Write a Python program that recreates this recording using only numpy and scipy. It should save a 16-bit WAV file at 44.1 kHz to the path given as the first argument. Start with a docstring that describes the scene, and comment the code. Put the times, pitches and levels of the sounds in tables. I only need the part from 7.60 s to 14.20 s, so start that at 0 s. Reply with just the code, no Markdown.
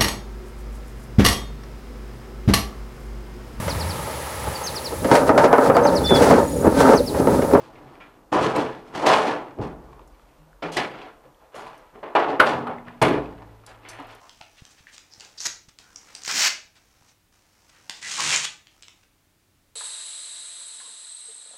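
"""A plank-walled shed: a smith rummages for tongs in a wooden tool chest.
Dragged drawers and sliding iron tools shake the boards with dense slips, and loose iron jangles along.
Bangs and knocks are short rough contacts on wood; a few small pieces clink in the modes of the tongs.
Thin panels and the floor hum on after the jolts, the shed adds a short tail, the coal fire breathes faintly.
"""
import sys
import numpy as np
from scipy import signal
from scipy.fft import rfft, irfft
from scipy.io import wavfile

SR = 44100
rng = np.random.default_rng(int(sys.argv[2]) if len(sys.argv) > 2 else 0)


def int16_out(signal):
    """Quantize to a 16-bit WAV file."""
    q = np.round(np.clip(np.atleast_2d(signal).T, -1, 1) * 32767)
    wavfile.write(sys.argv[1], SR, q.astype(np.int16))


N = 291223

BOOM_TOP_HZ, BOX_TOP_HZ, BOARD_TOP_HZ, GRIT_TOP_HZ, JANGLE_TOP_HZ = 233, 500, 1400, 4600, 13200
BOOM_FALL_RATIO, JANGLE_FALL_RATIO = 0.84, 1.32
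SLIPS_PER_S, JANGLE_PER_S, JANGLE_DB = 1500, 600, -6
RISE_DB, SETTLE_DB, SETTLE_DB_PER_S = 21.5, -36.5, 28
# Pushes of drawers and tools over wood: t/s, board level/dB, rise/s, hold/s, fall/(dB/s),
# treble fall/(dB/s), then re boards: floor boom/dB, hollow box/dB, grit/dB, iron jangle/dB
DRAG_PUSHES = [(0.0, -45, 0.00067, 0.0084, 39, 66, -5, -3.5, -13, -10.5),
               (0.108, -50.5, 0.051, 0.19, 62, 60, -0.5, -3.5, -11.5, -20),
               (0.4, -51.5, 0.0034, 0.021, 101, 126, -10, -19, 2.5, -31),
               (0.518, -63, 0.033, 0.048, 65, 90, 3, 4, -20, -25),
               (0.718, -17, 0.008, 0.014, 202, 200, -9, -2, -18.5, -18.5),
               (0.742, -20, .015, .11, 98, 116, -9, -6.5, -14, -18.5),
               (0.945, -24, 0.0077, 0.043, 116, 96, -9, 0.5, -10.5, -17),
               (1.216, -47, 0.055, 0.15, 82, 100, -4, -8, -17, -15.5),
               (1.326, -28.5, 0.026, 0.067, 60, 80, -8, -8, -12.5, -13.5),
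               (1.392, -20.5, 0.046, 0.034, 90, 110, -29, -3, -20, -18.5),
               (1.455, -14, 0.0092, 0.072, 91, 98, -19.5, -12.5, -11, -13.5),
               (1.604, -25, 0.062, 0.032, 133, 176, -15, -1, -6, -17.5),
               (1.726, -39, 0.013, 0.011, 111.5, 256, -13, -6, 1, -15),
               (1.86, -64, 0.022, 0.033, 108, 89, 16, 16, -33, -40),
               (1.971, -37, 0.022, 0.018, 117, 120, 5.5, 8, -28, -40),
               (2.006, -35, 0.01, 0.017, 95, 157, -12, -6, -13.5, -16),
               (2.194, -52, 0.046, 0.15, 96, 84, -3, -5, -20, -20),
               (2.486, -64, 0.018, 0.27, 26, 57, 2, -3, -5, -9),
               (3.021, -31.5, 0.003, 0.035, 153, 200, -13, -0.5, -4.5, -22),
               (3.115, -40, .005, 0.061, 150, 200, -18, 0.5, -8, 1.5),
               (3.161, -28, 0.0068, 0.026, 147, 194, -12.5, 1.5, 5, -11),
               (3.286, -44.5, 0.014, 0.15, 117, 190, -9.5, -1.5, 1, -22),
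               (3.633, -54, 0.0066, 0.0097, 127.5, 130, -3, -4, -12, -25),
               (3.783, -54.5, 0.023, 0.034, 120, 130, -14, -11, -8, -30),
               (3.92, -38, 0.042, 0.05, 80, 74, -14.5, -8, -7.5, -15),
               (4.148, -53, 0.015, 0.021, 85, 130, -14, -18, -6, -22),
               (4.317, -46, 0.039, 0.0067, 165, 150, -5, 0.5, -12, -33),
               (4.428, -34.5, 0.0021, 0.027, 141, 193, -28, -1.5, -7.5, -50),
               (4.55, -11, 0.0026, 0.01, 147.5, 174, -27, -10.5, -9.5, -32),
               (4.657, -24.5, 0.025, 0.032, 128, 180, -19, -1, -17, -30.5),
               (4.795, -13, 0.0027, 0.0026, 156, 172, -22.5, -7, -4, -35),
               (4.846, -21, 0.019, 0.033, 99, 142, -15.5, -10, -15.5, -20.5),
               (4.897, -33, 0.022, 0.023, 103, 120, 1.5, 2, -9, -28),
               (5.052, -28.5, .012, 0.041, 165, 170, -11, -10, -18.5, -39),
               (5.247, -43.5, 0.029, 0.0096, 132, 128, -2, -11.5, -4.5, -41.5),
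               (5.415, -14.5, 0.0023, 0.0067, 159, 182, -2, -1.5, -2.5, -11.5),
               (5.446, -25, 0.019, 0.058, 136, 190, -4, 6, -7.5, -42),
               (5.648, -47.5, 0.014, 0.051, 62, 48, 1, -12, -11, -39),
               (5.78, -51.5, 0.0075, 0.018, 90, 73.5, -2, -1, -17, -28),
               (6.058, -48, 0.02, 0.01, 84, 130, -21, -7.5, -2, -15),
               (6.183, -52, 0.082, 0.15, 80, 90, -26, 1, 6.5, -18),
               (6.346, -42.5, 0.051, 0.012, 102, 95, -13, -15, -10, -27),
               (6.465, -53.5, .02, 0.049, 131, 112, -15, -9, 0, -4.5)]


def drags():
    """Dense uneven slips shake the boards; five bands swell with each push, the top two with iron."""
    *_, fall, treble_fall, boom_db, box_db, grit_db, jangle_db = np.transpose(DRAG_PUSHES)
    grit_gain = push_gain(grit_db, treble_fall)
    jangle_gain = push_gain(jangle_db, JANGLE_FALL_RATIO * treble_fall)
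    wood = boards(slips(SLIPS_PER_S) + 0.22 * rng.standard_normal(N))
    iron = jangle()
    # alternating signs: adjacent bands join without a notch
    out = rms_one(band(wood, 41, BOOM_TOP_HZ)) * push_gain(boom_db, BOOM_FALL_RATIO * fall)
    out -= rms_one(band(wood, BOOM_TOP_HZ, BOX_TOP_HZ)) * push_gain(box_db, fall)
    out += rms_one(band(wood, BOX_TOP_HZ, BOARD_TOP_HZ)) * push_gain(np.zeros_like(fall), fall)
    for low_hz, high_hz, gain in ((BOARD_TOP_HZ, GRIT_TOP_HZ, -0.95 * grit_gain),
                                  (GRIT_TOP_HZ, JANGLE_TOP_HZ, jangle_gain)):
        mix = rms_one(band(wood, low_hz, high_hz))
        mix += from_db(JANGLE_DB) * rms_one(band(iron, low_hz, high_hz))
        rattle = waver(rate_hz=40, depth_db=2.5)
        out += rms_one(mix * rattle) * gain
    return out


def push_gain(offsets_db, falls_db_per_s):
    """One band's gain: each push rises, holds, falls, then fades as the load settles; powers add."""
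    hop = 20
    power = np.zeros(N // hop + 2)
    t = np.arange(len(power)) * hop / SR
    for push, offset_db, fall in zip(DRAG_PUSHES, offsets_db, falls_db_per_s):
        start_s, level_db, rise_s, hold_s, *_ = push
        swell_db = RISE_DB * np.minimum((t - start_s) / max(rise_s, .001) - 1, 0)
        fading_s = np.maximum(t - start_s - rise_s - hold_s, 0)
        fade = from_db(-2 * fall * fading_s) + from_db(2 * (SETTLE_DB - SETTLE_DB_PER_S * fading_s))
        power += (t >= start_s) * from_db(2 * (level_db + offset_db + swell_db)) * fade
    return np.interp(np.arange(N) / hop, np.arange(len(power)), np.sqrt(power))


def slips(per_s, spread_db=2):
    """Friction slips: random clicks of uneven size and sign."""
    sizes = from_db(spread_db * np.minimum(rng.exponential(1, N), 4)) * rng.choice([-1, 1], N)
    return sizes * (rng.random(N) < per_s / SR)


# Board resonances: f/Hz, width/Hz, level/dB
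BOARD_MODES = [(95, 2.2, -4), (137, 6, 9), (176.3, 18, 6), (238.7, 17, 2), (297, 8.3, 9.5), (346.4, 30, -3),
               (433, 29, 4), (518.5, 29, 8), (588.5, 16.4, 12), (652.4, 12.3, 10), (747, 48, 7),
               (845, 27, 6), (894, 100, 1), (1007, 93, 4.5), (1133, 48, 4.5), (1266, 22, 6),
               (1343, 20, -9.5), (1622, 68, 4), (1800, 6.2, 12), (2210, 20, -23), (2500, 15, 3),
               (2650, 100, 2), (2904, 180, 2.5), (3374, 310, 0.5), (4250, 150, -0.5)]
# Colour of contacts on wood: f/Hz, density/dB
WOOD_SPECTRUM = [(18, -60), (30, -26), (97, -5), (202, -5.5), (432, 0), (492, -4), (830, -1), (1330, -6),
                 (1470, -5.5), (1590, -8.5), (2020, -6.5), (9680, -34.5), (15500, -53)]


def boards(force, modes_db=-6.5):
    """The chest's resonances stand out of the plain wooden colour."""
    modes = sum(from_db(db + modes_db) * resonance(force, hz, width) for hz, width, db in BOARD_MODES)
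    return coloured(force + modes, WOOD_SPECTRUM)


# Knocks on the chest: t/s, note peak/dB, board f/Hz, boom re note/dB, crack re note/dB, contact decay/s
CHEST_KNOCKS = [(.155, -42, 2080, -20, -22, 0.023), (.353, -41.5, 2140, -22, -19, 0.0031),
                (.727, -14, 795, -35, -21, 0.0055), (0.962, -14.5, 810, -29, -9.5, 0.0077),
                (1.348, -25, 770, -16, -25, .005), (1.468, -7, 650, -27, -12, 0.012),
                (1.883, -35.5, 1100, -25, -30, .004), (1.909, -40, 1150, -25, -30, 0.0032),
                (1.987, -43, 500, 16, -27, 0.0074), (2.015, -44, 865, -9, -15, 0.0042),
                (2.33, -36, 977, -23, -22, 0.0038), (2.394, -35, 960, -25, -28, 0.0021),
                (2.415, -39, 445, -11, -30, 0.0065), (2.596, -45, 1180, -26, -18, 0.0023),
                (2.93, -43, 1400, -28, -35, 0.0014), (3.026, -26, 710, -24, -36, 0.0047),
                (3.168, -14.5, 1830, -36, -5, 0.0079), (3.416, -31.5, 2680, -25, -31, 0.0037),
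                (3.654, -40.5, 500, -24, -25, 0.0032), (3.746, -50, 2940, -20, -12, 0.0016),
                (3.944, -29, 505, -27, -21, 0.0034), (4.067, -27.5, 860, -11, -17, 0.0054),
                (4.432, -38, 645, -19, -34, 0.0031), (4.553, -12, 890, -27, -31, 0.0033),
                (4.800, 5, 1280, -23, -17, 0.0062), (5.07, -21.5, 1200, -13, -21, 0.0083),
                (5.184, -32.5, 1984, -13, -22, 0.0026), (5.252, -46, 2500, -14, -6, 0.0018),
                (5.283, -29, 1670, -22, -20, 0.0016), (5.419, -7.5, 815, -2, -7, 0.0035),
                (5.425, -2, 587, -26, -8, 0.0045), (5.657, -36, 2400, -24, -26, 0.0037),
                (5.82, -36, 899, -11.5, -24, 0.0042), (6.037, -43, 1210, -21.5, -27, .004),
                (6.251, -34.5, 2200, -25, -18, 0.0015), (6.263, -45, 2180, -23, -16, .002),
                (6.333, -32, 1800, -25, -16, 0.0018), (6.389, -37, 1980, 0, -19, 0.0017),
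                (6.40, -30, 1170, -23, -9, 0.0033), (6.424, -43, 990, -18, -6, .003)]


def knocks(width_ratio=0.33, body_db=-8):
    """Milliseconds of rough contact give the struck board's note, a broad body, a boom and a crack."""
    start_s, peak_db, pitch_hz, boom_db, crack_db, contact_s = np.transpose(CHEST_KNOCKS)[..., None]
    t = np.arange(int(.12 * SR)) / SR
    contact = rng.standard_normal((len(CHEST_KNOCKS), len(t))) * np.exp(-t / contact_s)
    unpitched = from_db(body_db) * peak_one(band(contact, 330, 2600))
    unpitched += from_db(boom_db) * peak_one(band(contact, 43, 480))
    unpitched += from_db(crack_db) * peak_one(steep_band(contact, 2500, 13000))
    out = np.zeros(N)
    for k, at in enumerate((start_s[:, 0] * SR).astype(int)):
        hz = pitch_hz[k, 0]
        note = resonance(resonance(contact[k], hz, width_ratio * hz), hz, width_ratio * hz)
        out[at:at + len(t)] += from_db(peak_db[k]) * (peak_one(note) + unpitched[k])[:N - at]
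    return band(out, 25, 9800)   # little of the knocks reaches above 10 kHz


# Modes of the tongs: f/Hz, level/dB, t60/s
TONG_MODES = [(1364, 8, 0.12), (1703, 3.5, 0.074), (1780, -23.5, 0.031), (1940, -1.5, 0.099),
              (2274, 3, 0.075), (2400, 1, 0.13), (2620, -0.5, 0.14), (3085, -1.5, 0.084), (3290, -2, 0.074),
              (3950, -5, 0.078), (4090, -1, 0.1), (4600, -3, .07), (4780, 3, 0.066), (5260, 1, 0.062),
              (5580, 1, 0.038), (6170, 3, 0.029), (6800, -1, 0.073), (7670, -16, .04), (7310, -6.5, 0.026),
              (8320, -9, 0.055), (9380, -7, .05), (10300, -6, .06), (11000, -16, 0.057), (13300, -7, 0.046)]
# Tongs touching iron: t/s, ring peak/dB, centre f/Hz, scuff decay/s, tick re ring/dB
TONG_TOUCHES = [(0.407, -35.5, 1710, 0.021, -6), (.408, -50, 3250, 0.022, -20),
                (0.726, -30, 3370, 0.067, -14), (0.96, -19.5, 2900, 0.0037, -14),
                (1.469, -31, 3400, 0.12, -14), (2.475, -48, 8800, 0.0036, -3), (3.026, -28, 2500, .01, -1),
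                (3.122, -35.5, 6500, 0.016, 0.5), (3.170, -18.5, 3440, 0.0075, -0.5),
                (3.251, -52, 5240, 0.055, -21), (3.417, -44, 4000, 0.0071, -10),
                (3.951, -48, 7000, 0.056, 4), (4.178, -50, 7940, 0.002, 5), (6.064, -40, 6500, .004, 9.5),
                (6.089, -48, 5200, .01, 0), (6.287, -35.5, 6260, 0.018, 5.5), (6.47, -56, 8950, .0027, 9),
                (6.512, -58, 11000, .002, 4), (6.55, -50.5, 8850, 0.0027, 8)]


def clinks(octave_off_db=22):
    """A short scuff ticks and rings the modes near its centre frequency, each at a chance strength."""
    out = np.zeros(N)
    t = np.arange(int(.3 * SR)) / SR
    chance_db = rng.normal(0, 3, (len(TONG_TOUCHES), len(TONG_MODES)))
    for (start_s, peak_db, centre_hz, scuff_s, tick_db), mode_chance_db in zip(TONG_TOUCHES, chance_db):
        scuff = rng.standard_normal(len(t)) * np.exp(-t / scuff_s)
        rings = 0
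        for (hz, db, t60_s), luck_db in zip(TONG_MODES, mode_chance_db):
            off_centre_db = octave_off_db * np.log2(hz / centre_hz) ** 2
            rings += from_db(db + luck_db - off_centre_db) * ring(scuff, hz, t60_s)
        tick = steep_band(scuff, centre_hz / 2, 1.7 * centre_hz)
        clink = from_db(peak_db) * (peak_one(rings) + from_db(tick_db) * peak_one(tick))
        at = int(start_s * SR)
        out[at:at + len(t)] += clink[:N - at]
    return out


def jangle():
    """Loose iron rattles on wood: each random click rings one mode of the tongs."""
    clicks = slips(JANGLE_PER_S)
    struck_mode = rng.integers(0, len(TONG_MODES), N)
    rings = sum(from_db(db) * ring(clicks * (struck_mode == k), hz, t60_s)
                for k, (hz, db, t60_s) in enumerate(TONG_MODES))
    return coloured(rings, WOOD_SPECTRUM)


# Hums of thin panels and floor: t/s, f/Hz, level/dB, swell/s, t60/s
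PANEL_HUMS = [(1.988, 62.7, -40.5, 0.0053, 2.2), (1.99, 44.4, -40, 0.018, 3.2),
              (1.993, 111.5, -17.5, 0.0022, 0.13), (2.79, 156, -37, 0.034, 0.34),
              (3.031, 165, -28, 0.012, 0.53), (4.852, 240.4, -28.5, 0.011, 1.6),
              (5.418, 55.4, -32.5, 0.026, 1.8), (5.42, 110, -39.5, 0.11, 5.0), (0.969, 250, -34, .02, 0.9),
              (6.39, 278.4, -39, 0.0041, 0.24)]


def panels():
    """A jolted panel hums at one frequency: it swells, wavers and dies away."""
    out = np.zeros(N)
    for start_s, hz, level_db, swell_s, t60_s in PANEL_HUMS:
        t = np.maximum(np.arange(N) / SR - start_s, 0)
        envelope = from_db(level_db - 60 * t / t60_s) * (1 - np.exp(-t / swell_s))
        out += envelope * np.sin(2 * np.pi * hz * t) * waver(rate_hz=8.7, depth_db=2.5)
    return out


# Shed reverberation: f/Hz, t60/s
SHED_T60 = [(60, 0.39), (400, 0.45), (2000, 0.27), (8000, 0.16), (15000, 0.6)]


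def shed(x, build_s=0.002):
    """Diffuse tail off the walls: octave bands of noise, each dying at its own rate."""
    t = np.arange(int(.7 * SR)) / SR
    edges_hz = 30 * 2.0 ** np.arange(10)
    tail = 0
    for low_hz, high_hz in zip(edges_hz, edges_hz[1:]):
        t60_s = at_hz(SHED_T60, np.sqrt(low_hz * high_hz))
        tail += band(rng.standard_normal(len(t)), low_hz, high_hz) * from_db(-60 * t / t60_s)
    tail *= 1 - np.exp(-t / build_s)
    return signal.fftconvolve(x, tail / np.sqrt(np.sum(tail ** 2)))[:N]


# Coal fire and shed air: f/Hz, density/dB
FIRE_SPECTRUM = [(15, -44), (25, 21.5), (130, -17), (170, -32), (284, 0.5), (352, -9), (461, 1.5),
                 (981, -1.5), (2150, -16.5), (2660, -18.5), (12100, -25), (15800, -21)]


def fire(level_db=-54.5):
    """The fire's breath and the shed's air: steady, dark noise."""
    return from_db(level_db) * rms_one(coloured(rng.standard_normal(N), FIRE_SPECTRUM))


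def from_db(db):
    """Decibels to gain."""
    return 10 ** (np.asarray(db) / 20)


def rms_one(x):
    """Scale to rms 1."""
    return x / np.sqrt(np.mean(x ** 2) + 1e-20)


def peak_one(x):
    """Scale each row to peak 1."""
    return x / np.abs(x).max(axis=-1, keepdims=True)


def at_hz(points, hz):
    """Interpolate a table over log frequency."""
    table_hz, values = np.transpose(points)
    return np.interp(np.log(hz), np.log(table_hz), values)


def coloured(x, spectrum):
    """Minimum-phase filter with the given spectrum; no pre-ringing."""
    hz = np.maximum(np.fft.rfftfreq(4096, 1 / SR), 10)
    cepstrum = irfft(np.log(from_db(at_hz(spectrum, hz))))
    cepstrum[1:2048] *= 2
    cepstrum[2049:] = 0
    return signal.fftconvolve(x, irfft(np.exp(rfft(cepstrum))))[:N]


def band(x, low_hz, high_hz):
    """Butterworth band-pass."""
    return signal.sosfilt(signal.butter(2, [low_hz, high_hz], "band", fs=SR, output="sos"), x)


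def steep_band(x, low_hz, high_hz):
    """Band-pass applied twice."""
    return band(band(x, low_hz, high_hz), low_hz, high_hz)


def resonance(x, hz, width_hz):
    """Two-pole resonance, peak gain 1, at least 6 Hz wide."""
    r, w = np.exp(-np.pi * max(width_hz, 6) / SR), 2 * np.pi * hz / SR
    return signal.lfilter([(1 - r * r) / 2, 0, (r * r - 1) / 2], [1, -2 * r * np.cos(w), r * r], x)


def ring(clicks, hz, t60_s):
    """One mode: a unit click starts a decaying sine of height 1."""
    r, w = from_db(-60 / (t60_s * SR)), 2 * np.pi * hz / SR
    return signal.lfilter([0, np.sin(w)], [1, -2 * r * np.cos(w), r * r], clicks + 1e-18)


def waver(rate_hz, depth_db):
    """Slow random gain: low-passed noise read as dB, depth in rms."""
    r = np.exp(-2 * np.pi * rate_hz / SR)
    drift = signal.lfilter([1], [1, -2 * r, r * r], rng.standard_normal(N))
    return from_db(depth_db * rms_one(drift))


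def scene(shed_db=-10.5):
    """Chest and tools with the shed's tail, over panel hums and fire; mono."""
    near = drags() + knocks() + clinks()
    background = fire()
    return (near + from_db(shed_db) * shed(near) + panels() + background)[None]


def record(dry, cutoff_hz=16150):
    """Soft clip, then a steep low-pass."""
    rounded = 1.008 * np.tanh(dry / 1.476)
    return signal.sosfilt(signal.cheby2(12, 70, cutoff_hz, fs=SR, output="sos"), rounded)


dry = scene()
out = record(dry)
int16_out(out)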